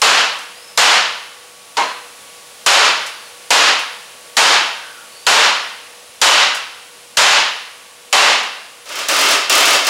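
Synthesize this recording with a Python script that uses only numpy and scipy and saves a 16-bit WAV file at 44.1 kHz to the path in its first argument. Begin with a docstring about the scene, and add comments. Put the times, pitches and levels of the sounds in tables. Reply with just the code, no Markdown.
"""Air hisses and a machine hums throughout a hard, echoing body shop: coloured noise and wavering sines.
A hand hammer strikes a car's sheet-steel front rail ten times: noise crash, low modes and a body thump.
Light metal ticks and faint gliding whines, made of short noise and blurred tones, fall in between.
The scene then dissolves into an air chisel rattling on steel in short bursts of crashes and air puffs.
A limiter flattens the loud blows and strokes into long crashes."""
import sys
import numpy as np
from scipy import signal
from scipy.fft import rfft, irfft
from scipy.io import wavfile
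from scipy.ndimage import uniform_filter1d

SR = 44100
rng = np.random.default_rng(int(sys.argv[2]) if len(sys.argv) > 2 else 0)


def generate_wav(sig):
    """Save sig (samples, or channels by samples) to the path in sys.argv[1] as 16-bit PCM at SR."""
    pcm = np.round(np.clip(np.atleast_2d(sig).T, -1, 1) * 32767).astype(np.int16)
    wavfile.write(sys.argv[1], SR, pcm)


N = 436147
TIME = np.arange(N) / SR


def gain_of(db):
    """Amplitude factor of a level in dB."""
    return 10 ** (np.asarray(db) / 20)


def evened(x):
    """Scales a signal to an rms of 1."""
    return x / np.sqrt(np.mean(x ** 2) + 1e-20)


def read(points, hz):
    """Joins (frequency [Hz], value) points on a log-frequency axis."""
    f, value = np.transpose(points)
    return np.interp(np.log(hz + 1), np.log(f + 1), value)


def add(mix, start_s, sound):
    """Lays a sound into the mix, cut off at the end of the mix."""
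    part = mix[max(round(start_s * SR), 0):][:len(sound)]
    part += sound[:len(part)]


def noise(colour, size):
    """Noise of rms 1 whose spectrum in dB is the function colour(Hz)."""
    hz = np.fft.rfftfreq(size, 1 / SR)
    white = rfft(rng.standard_normal(size))
    return evened(irfft(white * gain_of(colour(hz)), size))


def blurred_tone(blur, turn):
    """A tone of phase turn whose two quadratures waver with slow noise, which widens it into a band."""
    sine_part = noise(blur, len(turn)) * np.sin(turn)
    cosine_part = noise(blur, len(turn)) * np.cos(turn)
    return sine_part + cosine_part


def drift(rate_hz):
    """Slow random wander of rms 1."""
    return noise(lambda hz: -20 * np.log10(1 + (hz / rate_hz) ** 4), N)


def shop():
    """Slowly swelling air and fan noise with machine hum, each hum tone wavering in level and pitch."""
    # background of air hiss and fans: (frequency [Hz], density [dB per Hz])
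    hiss_colour = [(25, -28), (70, -11.5), (200, -6), (350, -5.5), (520, 2.5), (1500, -2.5), (2800, 0.5),
                   (5000, -2.5), (7700, -4), (10300, -2.5), (12500, -13), (14000, -15), (15600, -14.5)]
    # machine hum: (frequency [Hz], level [dB])
    hum_tones = [(484.5, -55.5), (1131, -56.5), (1460, -62)]
    # swell of the whole background: (time [s], level [dB])
    swell = [(0, 2.5), (1.4, 0), (2.1, 2.5), (5.0, 2), (6.0, 0.6), (8.7, -0.6)]
    hiss_level_db = -41.5 + 0.18 * drift(3.4)
    hiss = gain_of(hiss_level_db) * noise(lambda hz: read(hiss_colour, hz), N)
    hum = np.zeros(N)
    for hz, db in hum_tones:
        level = gain_of(db + 2.1 * drift(2.7))
        wavering_hz = hz + 2.2 * drift(15)
        hum += level * np.sin(2 * np.pi * np.cumsum(wavering_hz) / SR)
    swell_db = np.interp(TIME, *np.transpose(swell))
    return gain_of(swell_db) * (hiss + np.sqrt(2) * hum)  # root 2 turns rms into sine peak


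def fine_modes(depth_db, spacing_hz):
    """A slightly uneven, fine-grained ringing colour, drawn at random: a function from Hz to dB."""
    lifts = depth_db * rng.standard_normal(2048)
    return lambda hz: np.interp(hz, spacing_hz * np.arange(len(lifts)), lifts)


def steel(spectrum, peaks, hz):
    """A broad colour with resonances standing on it, in dB."""
    lift = sum(db / (1 + (2 * (hz - f) / width) ** 2) for f, width, db in peaks)
    return read(spectrum, hz) + lift


def crash(colour, length, crack_db, crack_s, late_db, late_t60):
    """One impact: a bright crack, countless modes and echoes whose top treble dies first, a faint late tail."""
    # dying away of steel and shop together, before the length factor: (frequency [Hz], t60 [s])
    decay_times = [(60, 0.69), (250, 0.63), (600, 0.6), (1200, 0.69), (2800, 0.73), (5000, 0.64),
                   (7500, 0.5), (10000, 0.44), (15000, 0.39)]
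    t = TIME[:2 ** 16]
    hz, at, z = signal.stft(noise(colour, len(t)), SR, nperseg=512)
    t60 = np.maximum(read(decay_times, hz)[:, None] * length, .01)
    early = gain_of(-60 * at / t60)
    late = gain_of(late_db - 60 * at / (t60 * late_t60))  # late_t60 is a multiple of the early t60
    z *= np.hypot(early, late)
    ring = signal.istft(z, SR, nperseg=512)[1][:len(t)]
    # short bending waves run fastest in a sheet, so the treble arrives before the body builds up
    crack = noise(lambda f: colour(f) - 10 * np.log10(1 + (3800 / (f + 1)) ** 4), 4096)
    ring *= 1 - np.exp(-t / 0.0058)
    add(ring, 0, gain_of(crack_db) * crack * np.exp(-t[:len(crack)] / crack_s))
    return ring * np.minimum(t / .0025, 1) ** 2


def clank():
    """The rail's low modes, set ringing together; the shop's echoes make each one waver."""
    # modes that clank under a blunt blow: (frequency [Hz], level [dB], t60 [s])
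    modes = [(451, -16, 0.39), (622, -20, 0.37), (813, -5, 0.34), (937, 0, .26), (968, -5, 0.31),
             (1000, -2, 0.49), (1060, -12, 0.49), (1070, -3, 0.4), (1260, -16, 0.51), (1530, -21, .4),
             (2140, -7, 0.41), (2860, -11.5, 0.45), (3400, -18, .45), (4170, -16, 0.71)]
    t = TIME[:SR]
    blur = lambda hz: -20 * np.log10(1 + (hz / 22) ** 2)
    ring = np.zeros(len(t))
    for hz, db, t60 in modes:
        ring += gain_of(db - 60 * t / t60) * blurred_tone(blur, 2 * np.pi * hz * t)
    return ring / np.sqrt(2) * (1 - np.exp(-t / 0.0091))


def thump():
    """The whole car body gives under a blow: a short burst of low noise."""
    t = TIME[:SR // 2]
    colour = lambda hz: -20 * np.log10((1 + (hz / 130) ** 2) * (1 + (25 / (hz + 1)) ** 2))
    return noise(colour, len(t)) * np.exp(-t / 0.04) * np.minimum(t / 0.0047, 1)


def hammer():
    """Each blow crashes, clanks and thumps; loose metal ticks now and then."""
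    # hammer blows: (time [s], force [dB], ring length [factor], thump [dB relative to the force])
    blows = [(.016, 7.5, 0.93, -45), (.774, 9, .95, -36), (1.768, -13, 0.93, -44), (2.661, 9, 1.01, -36),
             (3.504, 8.5, 0.94, -45), (4.367, 8, 0.97, -41), (5.265, 7.5, 1.05, -38),
             (6.214, 10.5, 0.96, -35), (7.169, 10.5, 0.95, -30), (8.126, 7, 1.01, -37)]
    # light metal ticks between blows: (time [s], level [dB])
    ticks = [(.385, -36), (3.062, -29), (3.79, -30), (6.546, -25.5), (8.429, -35)]
    # colour of the struck rail: (frequency [Hz], density [dB per Hz])
    rail_colour = [(40, -58), (120, -31), (200, -16.5), (350, -11), (600, 0), (1000, 4), (2000, 0.5),
                   (2900, -2.5), (4000, -1.5), (7000, -7), (10000, -15), (12500, -23.5), (16000, -36)]
    # resonances that stand out of its dense ringing: (frequency [Hz], width [Hz], lift [dB])
    rail_peaks = [(294, 19, 4), (442, 34, 4), (570, 35, 3.5), (810, 46, 1), (920, 18, 2.5), (1090, 19, 0),
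                  (1260, 43, 0), (2710, 180, 4), (3040, 390, 3.5), (4810, 450, 0.5), (6970, 170, 4.5)]
    # a harder blow is brighter: tilt at a force of 0 dB, and its rise with every dB of force
    tilt_db_per_octave, tilt_per_force_db = -0.6, 0.1256
    # the low modes clank about equally at every blow, so they stand out under a soft one
    clank_db = -11
    out = np.zeros(N)
    for s, force_db, length, thump_db in blows:
        grain = fine_modes(depth_db=1.12, spacing_hz=30.0)  # drawn anew for every blow
        tilt = tilt_db_per_octave + tilt_per_force_db * force_db
        colour = lambda hz: steel(rail_colour, rail_peaks, hz) + tilt * np.log2((hz + 200) / 2000) + grain(hz)
        impact = crash(colour, length, crack_db=0.0, crack_s=0.0064, late_db=-26.5, late_t60=2.09)
        add(out, s, gain_of(force_db) * impact)
        add(out, s, gain_of(clank_db) * clank())
        add(out, s, gain_of(force_db + thump_db) * thump())
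    for s, db in ticks:
        colour = lambda hz: -12 * np.log2((hz + 1) / 6500) ** 2
        tick = crash(colour, 0.41, crack_db=3, crack_s=.006, late_db=-30, late_t60=1.2)
        add(out, s, gain_of(db) * tick)
    return out


def whines():
    """Faint thin whines: narrow bands that arch in pitch, blurred by the shop's echo."""
    # (start [s], length [s], start pitch [Hz], middle pitch [Hz], end pitch [Hz], level [dB])
    glides = [(0.502, 0.32, 4330, 5170, 4850, -46), (3.08, 0.24, 4850, 4600, 4050, -47),
              (4.599, .52, 1560, 1530, 1302, -41.5), (5.064, 0.39, 4300, 4640, 4800, -45)]
    blur = lambda f: -20 * np.log10(1 + (f / 100) ** 2)
    out = np.zeros(N)
    for s, length, first, middle, last, db in glides:
        u = np.linspace(0, 1, int(length * SR))
        hz = np.polyval(np.polyfit([0, .5, 1], [first, middle, last], 2), u)
        tone = blurred_tone(blur, 2 * np.pi * np.cumsum(hz) / SR)
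        add(out, s, gain_of(db) * tone * signal.windows.tukey(len(u), .5))
    return out


def strokes(start, stop, rate, force_db):
    """The strokes of one trigger pull, as rows (time [s], force [dB])."""
    spin_up_s = .0045  # the time that the piston loses in getting up to speed
    # the first stroke has the full pressure of the hose behind it; then the pressure sags
    kick_db, sag_db_per_s = 1, 19
    k = np.arange(np.ceil((stop - start) * rate))
    since = k / rate + spin_up_s * (1 - np.exp(-k))
    return zip(start + since, force_db + kick_db * (k == 0) - sag_db_per_s * since)


def chisel():
    """The piston strikes one spot many times a second; after each stroke the exhaust puffs out air."""
    # trigger pulls: (start [s], stop [s], stroke rate [per second], force [dB])
    bursts = [(8.854, 9.011, 31.5, -14), (9.084, 9.31, 41, -6.5), (9.495, 9.74, 39, -5),
              (9.845, 9.85, 39, -18.5), (9.866, 9.89, 39, -10.5)]
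    # colour of the chiselled panel: (frequency [Hz], density [dB per Hz])
    panel_colour = [(40, -32), (150, -24.5), (250, -12.5), (500, -2.3), (1100, 2.5), (1800, 0), (2700, 0),
                    (5000, -2), (7000, -6), (10000, -11), (13000, -19), (16000, -20)]
    # resonances that stand out of its dense ringing: (frequency [Hz], width [Hz], lift [dB])
    panel_peaks = [(293, 29, 7), (400, 28, 4.5), (590, 76, 5), (1040, 40, 0.5), (1234, 97, 4.5),
                   (1530, 40, 2), (2160, 110, 3.5), (2680, 160, 4.5), (3170, 120, 3), (5350, 120, 3),
                   (5600, 80, 1), (6940, 120, 4)]
    out, t = np.zeros(N), TIME[:SR // 8]
    grain = fine_modes(depth_db=1.6, spacing_hz=22.3)  # one draw, shared by all strokes and puffs
    colour = lambda hz: steel(panel_colour, panel_peaks, hz) + grain(hz)
    puff_colour = lambda hz: grain(hz) - 10 * np.log10(1 + (7000 / (hz + 1)) ** 4)
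    for burst in bursts:
        for s, force_db in strokes(*burst):
            size = gain_of(force_db + 2.4 * rng.standard_normal())  # no two strokes are equally hard
            impact = crash(colour, 1.0, crack_db=1.0, crack_s=0.0074, late_db=-19, late_t60=2.0)
            add(out, s, size * impact)
            puff = noise(puff_colour, len(t)) * np.exp(-t / 0.0056)
            add(out, s + 0.0026, size * gain_of(-7) * puff)
    return out


def limit(x, ceiling_db=-8.5, recovery_db_per_s=110):
    """A limiter: clamps power above the ceiling almost at once, then lets go at a steady rate in dB."""
    power_db = 10 * np.log10(abs(uniform_filter1d(x ** 2, size=200)) + 1e-12)
    fall = TIME * recovery_db_per_s
    held_db = np.maximum.accumulate(power_db + fall) - fall  # peaks held, sinking at the recovery rate
    over_db = np.maximum(held_db - ceiling_db, 0)
    return x / gain_of(uniform_filter1d(over_db, size=60))


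def scene():
    """Two limited scenes, the second dissolving in over the first; both channels alike."""
    # the chisel scene fades in quickly at first, then settles towards its full share
    dissolve_start_s, dissolve_s, chisel_share = 8.82, 0.36, 0.89
    share = np.clip(chisel_share * np.tanh((TIME - dissolve_start_s) / dissolve_s), 0, 1)
    background = shop()
    hammer_scene = limit(hammer() + whines() + background)
    chisel_scene = limit(chisel() + background)
    mono = (1 - share) * hammer_scene + share * chisel_scene
    return np.array([mono, mono])


def record(dry):
    """Rounds off the highest peaks, then cuts the treble above the band edge."""
    edge_hz = 15850
    rounded = dry / (1 + (dry / .97) ** 6) ** (1 / 6)
    lowpass = signal.firwin(511, edge_hz, window=("kaiser", 9), fs=SR)
    return signal.oaconvolve(rounded, lowpass[None], "same")


dry = scene()
out = record(dry)
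generate_wav(out)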